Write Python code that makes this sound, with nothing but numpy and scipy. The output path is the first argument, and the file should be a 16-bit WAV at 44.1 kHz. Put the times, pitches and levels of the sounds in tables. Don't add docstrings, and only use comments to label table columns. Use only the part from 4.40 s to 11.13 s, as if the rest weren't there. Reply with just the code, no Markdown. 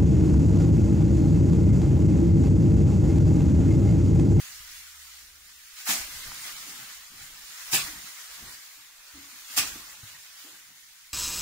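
import sys
import numpy as np
from scipy import signal
from scipy.fft import rfft, irfft, next_fast_len
from scipy.io import wavfile
from scipy.ndimage import uniform_filter1d, minimum_filter1d

SR = 44100
rng = np.random.default_rng(int(sys.argv[2]) if len(sys.argv) > 2 else 0)


def magnitude_from_level(level_db):
    exponent = np.asarray(level_db, float) / 20
    return 10 ** exponent


def wav_out(sig):
    wavfile.write(sys.argv[1], SR, np.round(np.clip(np.atleast_2d(sig).T, -1, 1) * 32767).astype(np.int16))


N = 296793
T = np.arange(N) / SR
HZ = np.fft.rfftfreq(1024, 1 / SR)

# (first contact [s], stalks [dB], spread of landing [s], crush t60 [s], settling t60 [s])
BLOWS = [
    (1.454, -25.5, 0.042, 0.28, 0.87),
    (3.312, -21, 0.03, 0.097, 0.44),
    (5.162, -21.5, 0.016, 0.067, 0.53),
]


def evened(x):
    return x / np.sqrt(np.mean(x ** 2) + 1e-20)


def read(points, hz):
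    f, value = np.transpose(points)
    return np.interp(np.log(hz + 1), np.log(f + 1), value)


def flicker(size):
    smooth = uniform_filter1d(rng.standard_normal(N), size)
    return evened(uniform_filter1d(smooth, size))


def patches(shape, bins, frames):
    smooth = uniform_filter1d(rng.standard_normal(shape), bins, axis=0)
    return evened(uniform_filter1d(smooth, frames, axis=1))


def spectra(x):
    return signal.stft(x, nperseg=1024, noverlap=768)[2]


def sound(z):
    return signal.istft(z, nperseg=1024, noverlap=768)[1][..., :N]


def coloured(x, points):
    size = next_fast_len(N)
    hz = np.fft.rfftfreq(size, 1 / SR)
    edge = np.minimum(hz / points[0][0], 1) ** 2
    shape = magnitude_from_level(read(points[:-1], hz)) * edge
    return evened(irfft(rfft(x, size) * shape, size)[..., :N])


def split(x, hz):
    low = signal.sosfiltfilt(signal.butter(2, hz, fs=SR, output="sos"), x)
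    return low, x - low


def curve(column):
    # (time [s], stirring [dB], drag of thick stalks [dB])
    motion = [(0, -45, -2), (.36, -48, -12), (.79, -50, -3.5), (.94, -55.5, -6), (1.33, -50.5, -12),
              (1.5, -43.5, 0.5), (2.3, -43.5, 0.5), (2.72, -50, 0), (3.11, -46.5, -2), (3.48, -39.5, 4),
              (3.65, -45.5, -2), (4.09, -47, 4.5), (4.2, -49.5, -4), (4.7, -51.5, 5.5), (5.06, -47.5, -3.5),
              (5.3, -44.5, 2.5), (5.59, -49.5, 3), (6.73, -55, -8)]
    rows = np.array(motion)
    return np.interp(T, rows[:, 0], rows[:, column])


def shifting(column, still_db):
    # (time [s], length [s], boards [dB], hands [dB])
    shifts = [(0, 0.056, -69, -84), (0.27, 0.13, -87, -58), (0.926, 0.23, -78, -65),
              (1.652, 0.14, -61, -58.5), (1.872, .1, -63, -57), (2.05, 0.22, -61, -70),
              (2.356, 0.14, -59, -69), (2.88, 0.16, -72, -62.5), (3.3, .05, -79, -65),
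              (3.51, 0.13, -54.5, -62), (4.068, 0.086, -57.5, -72), (5.207, .04, -50, -80),
              (5.355, 0.094, -59, -72), (5.59, 0.071, -64.5, -82), (6.34, .1, -75, -87),
              (2.85, .12, -70, -88)]
    level = magnitude_from_level(still_db)
    for row in shifts:
        level = level + magnitude_from_level(row[column]) * np.exp(-((T - row[0]) / row[1]) ** 2)
    return level


def hum():
    # (time [s], level [dB], pitch [Hz])
    motor = [(0, -71.5, 71.1), (.5, -64.5, 70.5), (1, -66, 70.9), (1.15, -71, 71.4), (1.45, -92, 69.3),
             (1.6, -110, 68)]
    s, db, hz = np.transpose(motor)
    wobble = np.interp(T, s, hz) * (1 + 0.043 * flicker(size=4000))
    level = magnitude_from_level(np.interp(T, s, db) + 1.5 * flicker(size=2500))
    return level * np.sin(2 * np.pi * np.cumsum(wobble) / SR)


def hands():
    # (pitch [Hz], level [dB per Hz])
    shaking = [(10, 7), (25, 2.5), (60, 2.5), (110, -18.5), (220, -41)]
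    still_db = -72.5 - 0.5 * T
    x = coloured(rng.standard_normal(N), shaking)
    return x * shifting(column=3, still_db=still_db) * magnitude_from_level(2.5 * flicker(size=1500))


def rumble():
    # (pitch [Hz], level [dB per Hz])
    creak = [(70, 2), (120, 9.5), (200, 7), (330, 3.5), (450, -8.5), (800, -38.5)]
    x = coloured(rng.standard_normal((2, N)), creak)
    return x * shifting(column=2, still_db=-80) * magnitude_from_level(2.5 * flicker(size=900))


def struck(rows, width, onset):
    out, t = np.zeros(N + SR), np.arange(SR // 2) / SR
    for s, db, hz, t60 in rows:
        band = signal.butter(2, [hz / (1 + width), hz * (1 + width)], "bandpass", fs=SR, output="sos")
        ring = signal.sosfilt(band, rng.standard_normal(SR))[-len(t):]
        ring /= np.sqrt(uniform_filter1d(ring ** 2, int(3 * SR / hz)) + 1e-12)
        rise = onset * t60
        fade = magnitude_from_level(db - 60 * np.maximum(t - rise, 0) / t60)
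        out[round(s * SR):][:len(t)] += ring * fade * np.minimum(t / rise, 1) ** 1.3
    return out[:N]


def knocks():
    # (time [s], level [dB], pitch [Hz], t60 [s])
    rings = [
        (3.345, -33, 2700, .12),
        (3.335, -38.5, 700, 0.14),
        (3.33, -41, 370, 0.19),
        (3.479, -47.5, 300, 0.2),
        (4.37, -69.5, 296, .2),
        (4.739, -51, 292, 0.41),
        (4.925, -63, 240, 0.14),
        (5.1, -63, 255, 0.13),
        (5.63, -43, 102, 0.11),
        (6.039, -56, 323, 0.23),
    ]
    # (time [s], level [dB], centre [Hz], t60 [s])
    thuds = [(0, -63, 149, .24), (1.468, -38.5, 1260, 0.24), (1.486, -40, 236, 0.23),
             (1.541, -50, 220, 0.29), (1.462, -42, 1600, 0.23), (3.325, -39.5, 159, 0.33),
             (3.328, -37, 1160, 0.18), (5.174, -35.5, 990, 0.062), (5.17, -45.5, 262, 0.36),
             (5.354, -45, 247, 0.093), (5.631, -54.5, 170, .1)]
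    # (time [s], level [dB], centre [Hz], t60 [s])
    scuffs = [
        (.08, -67, 130, 0.22),
        (2.245, -56, 211, 0.52),
        (2.68, -62.5, 149, 0.71),
        (3.08, -70, 199, 0.25),
        (3.62, -65, 170, 0.29),
        (3.98, -57, 232, 0.47),
        (4.36, -74.5, 120, 0.36),
        (4.94, -72, 107, 0.25),
        (6.05, -61.5, 600, 0.28),
        (6.11, -64.5, 188, .23),
    ]
    # (time [s], level [dB], centre [Hz], t60 [s])
    tremors = [(.192, -53, 54.7, 0.16), (.301, -64, 59.6, 0.37), (1.569, -52, 40.3, 0.65),
               (1.74, -50, 59.5, 0.17), (1.86, -52.5, 59.6, .27), (2.801, -56, 81.5, 0.29),
               (3.391, -55.5, 35, 0.81), (4.015, -52, 49.3, 0.33), (4.729, -56, 84, 0.4),
               (5.185, -45, 70, 0.12), (5.229, -54.5, 40, .86), (5.7, -63, 89.5, 0.42), (3.9, -66, 45, .3),
               (2.55, -63, 45, 0.34)]
    wood = struck(rings, width=0.061, onset=0.043) + struck(thuds, width=0.38, onset=0.029)
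    return wood + struck(scuffs, width=0.69, onset=0.077) + struck(tremors, width=0.57, onset=0.046)


def ticks(per_s, spread_db, hiss):
    out = np.zeros((2, N))
    for hz in np.geomspace(600, 15000, num=10):
        t = np.arange(int(3.0 * SR / hz) + 3) / SR
        grain = np.sin(2 * np.pi * hz * t) * np.hanning(len(t))
        size = magnitude_from_level(spread_db * np.minimum(rng.exponential(1, (2, N)), 4))
        hits = size * (rng.random((2, N)) < per_s / SR * hz / 3000)
        layer = signal.oaconvolve(hits, grain[None])[:, :N]
        out += evened(layer) * np.sqrt(hz)
    return evened(out) + hiss * rng.standard_normal((2, N))


def rustle():
    # (pitch [Hz], level [dB per Hz])
    straw_colour = [(210, -29), (350, -13.5), (391, -16.5), (564, -11), (1330, -0.5), (2070, 2.5),
                    (2390, 0.5), (7280, 0.5), (8130, -4.5), (8950, -3.5), (11200, -9), (14600, -5.5),
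                    (15600, -9)]
    # (time [s], swell [dB], length [s])
    slips = [(.62, -0.5, .08), (1.07, 1.5, .05), (1.399, 3.5, 0.029), (1.682, -2, 0.033),
             (2.06, 3.5, 0.066), (2.835, 3, .035), (2.917, -2, .06), (3.797, 1, 0.01), (4.136, 2, .018),
             (5.28, 5.5, .016), (5.69, 2, .03), (6.07, 2.5, 0.076), (6.324, -2, 0.054), (4.51, -2.5, 0.15),
             (3.29, 0.5, 0.036), (5.14, 4.5, 0.056), (2.5, 1.5, .06), (3.551, -3.5, 0.055)]
    x = coloured(ticks(per_s=700, spread_db=2.0, hiss=1.37), straw_colour)
    rest, top = split(x, 8000)
    body, middle = split(rest, 1090)
    clumps_db = 0.54 * flicker(size=2500) + 0.12 * flicker(size=120)
    for s, db, length in slips:
        clumps_db += db * np.exp(-((T - s) / length) ** 2)
    top_db = np.full(N, 3.0)
    for s, *_ in BLOWS:
        top_db += 9 * (T > s) * np.exp(-abs(T - s) / 0.055)
    stalks = middle + top * magnitude_from_level(top_db) + body * magnitude_from_level(curve(column=2))
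    return stalks * magnitude_from_level(curve(column=1) + 2.0 + clumps_db)


def snaps():
    # (time [s], peak [dB], pitch [Hz])
    breaks = [
        (1.375, -51, 1540),
        (1.397, -43, 1700),
        (1.917, -33, 1220),
        (3.299, -39, 1760),
        (4.149, -49, 1880),
        (5.924, -51, 2330),
    ]
    out, t = np.zeros(N + SR), np.arange(400) / SR
    for s, db, hz in breaks:
        swell = np.exp(-((t - .0015) / 0.00068) ** 2)
        out[round(s * SR):][:len(t)] += magnitude_from_level(db) * swell * np.sin(2 * np.pi * hz * t)
    return out[:N]


def blows():
    # (pitch [Hz], level [dB per Hz])
    crush_colour = [(240, -64), (400, -18), (496, -23), (695, -8.5), (929, -13), (1070, -9.5), (2370, -3),
                    (2640, -1.5), (2890, -5), (7470, -3.5), (11500, -10.5), (14700, -7), (15600, -11)]
    hold_s, settle_db = 0.014, -10
    envelope = np.zeros(N)
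    for s, db, spread, crush, settle in BLOWS:
        landing = np.clip((T - s) / spread, 0, 1) ** 1.12
        since = np.maximum(T - s - spread - hold_s, 0)
        fade = magnitude_from_level(-60 * since / crush) + magnitude_from_level(settle_db - 60 * since / settle)
        envelope += magnitude_from_level(db) * landing * fade
    x = coloured(ticks(per_s=970, spread_db=4.5, hiss=0.45), crush_colour)
    return x * envelope * magnitude_from_level(0.34 * flicker(size=90))


def barn(x):
    # (pitch [Hz], t60 [s])
    dying = [(100, 0.61), (600, 0.4), (2000, 0.27), (8000, 0.26), (16000, 0.083)]
    hz, t, z = signal.stft(rng.standard_normal((2, SR)), SR, nperseg=256)
    fade = magnitude_from_level(-60 * t / read(dying, hz)[:, None])
    tail = signal.istft(z * fade, SR, nperseg=256)[1]
    tail[:, :400] = 0
    return signal.fftconvolve(x, tail / np.linalg.norm(tail[0]), axes=1)[:, :N]


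def ports(x):
    # (pitch [Hz], likeness of the ports [0 to 1])
    likeness = [(130, 1), (290, 0.76), (640, 0.069), (1200, 0.54), (2500, 0.014), (6500, 0.01),
                (9000, 0.35), (15000, 0.033)]
    # (pitch [Hz], left minus right [dB])
    balance = [(60, 1), (110, 7), (200, -1), (380, 0), (700, -2), (1290, 3.5), (2380, 2.5), (4400, -4),
               (8120, -0.5), (15000, 2)]
    a, b = spectra(x)
    same = np.clip(read(likeness, HZ), 0, 1)[:, None]
    right = same * a + np.sqrt(1 - same ** 2) * b
    lean = magnitude_from_level(read(balance, HZ) / 2 * (HZ > 300))[:, None]
    uneven = magnitude_from_level(0.66 * patches(a.shape, bins=40, frames=6))
    return sound(np.array([a * lean, right / lean]) * uneven)


def scene():
    straw, wood = blows() + snaps(), knocks()
    near = ports(straw + magnitude_from_level(-8.5) * barn(straw) + rustle() + rumble())
    echo = split(barn(np.array([wood, wood])), 260)[1]
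    knock = wood * magnitude_from_level([[.3], [-.3]])
    return near + knock + magnitude_from_level(-12) * echo * [[1.3], [1]] + hands() + hum()


def top_cut(x):
    return signal.sosfilt(signal.butter(12, 16620, fs=SR, output="sos"), x)


def record(dry):
    # (centre [Hz], width [Hz], level [dB], wander [dB])
    seam = (8074, 142, -19, 9)
    z = spectra(dry)
    shape = z.shape[1:]
    odds = np.interp(HZ, [900, 2000, 4500, 7500], [.0002, .0019, .0014, .0003])[:, None]
    seeds_db = -55 * rng.random(shape) * (rng.random(shape) < odds)
    holes_db = minimum_filter1d(minimum_filter1d(seeds_db, size=4, axis=0), size=9, axis=1)
    streaks_db = 2.82 * patches(shape, bins=1, frames=7) * (HZ > 700)[:, None]
    hz, width, db, wander_db = seam
    depth_db = db + wander_db * flicker(size=2000) + 1.2 * (curve(column=1) + 50)
    moments = np.minimum(np.arange(z.shape[2]) * 256, N - 1)
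    seam_db = np.exp(-((HZ - hz) / width) ** 4)[:, None] * np.minimum(depth_db[moments], 0)
    kept = magnitude_from_level(holes_db + streaks_db + seam_db) * (HZ < 15760)[:, None]
    return top_cut(sound(z * kept))


dry = scene()
out = record(dry)
wav_out(out)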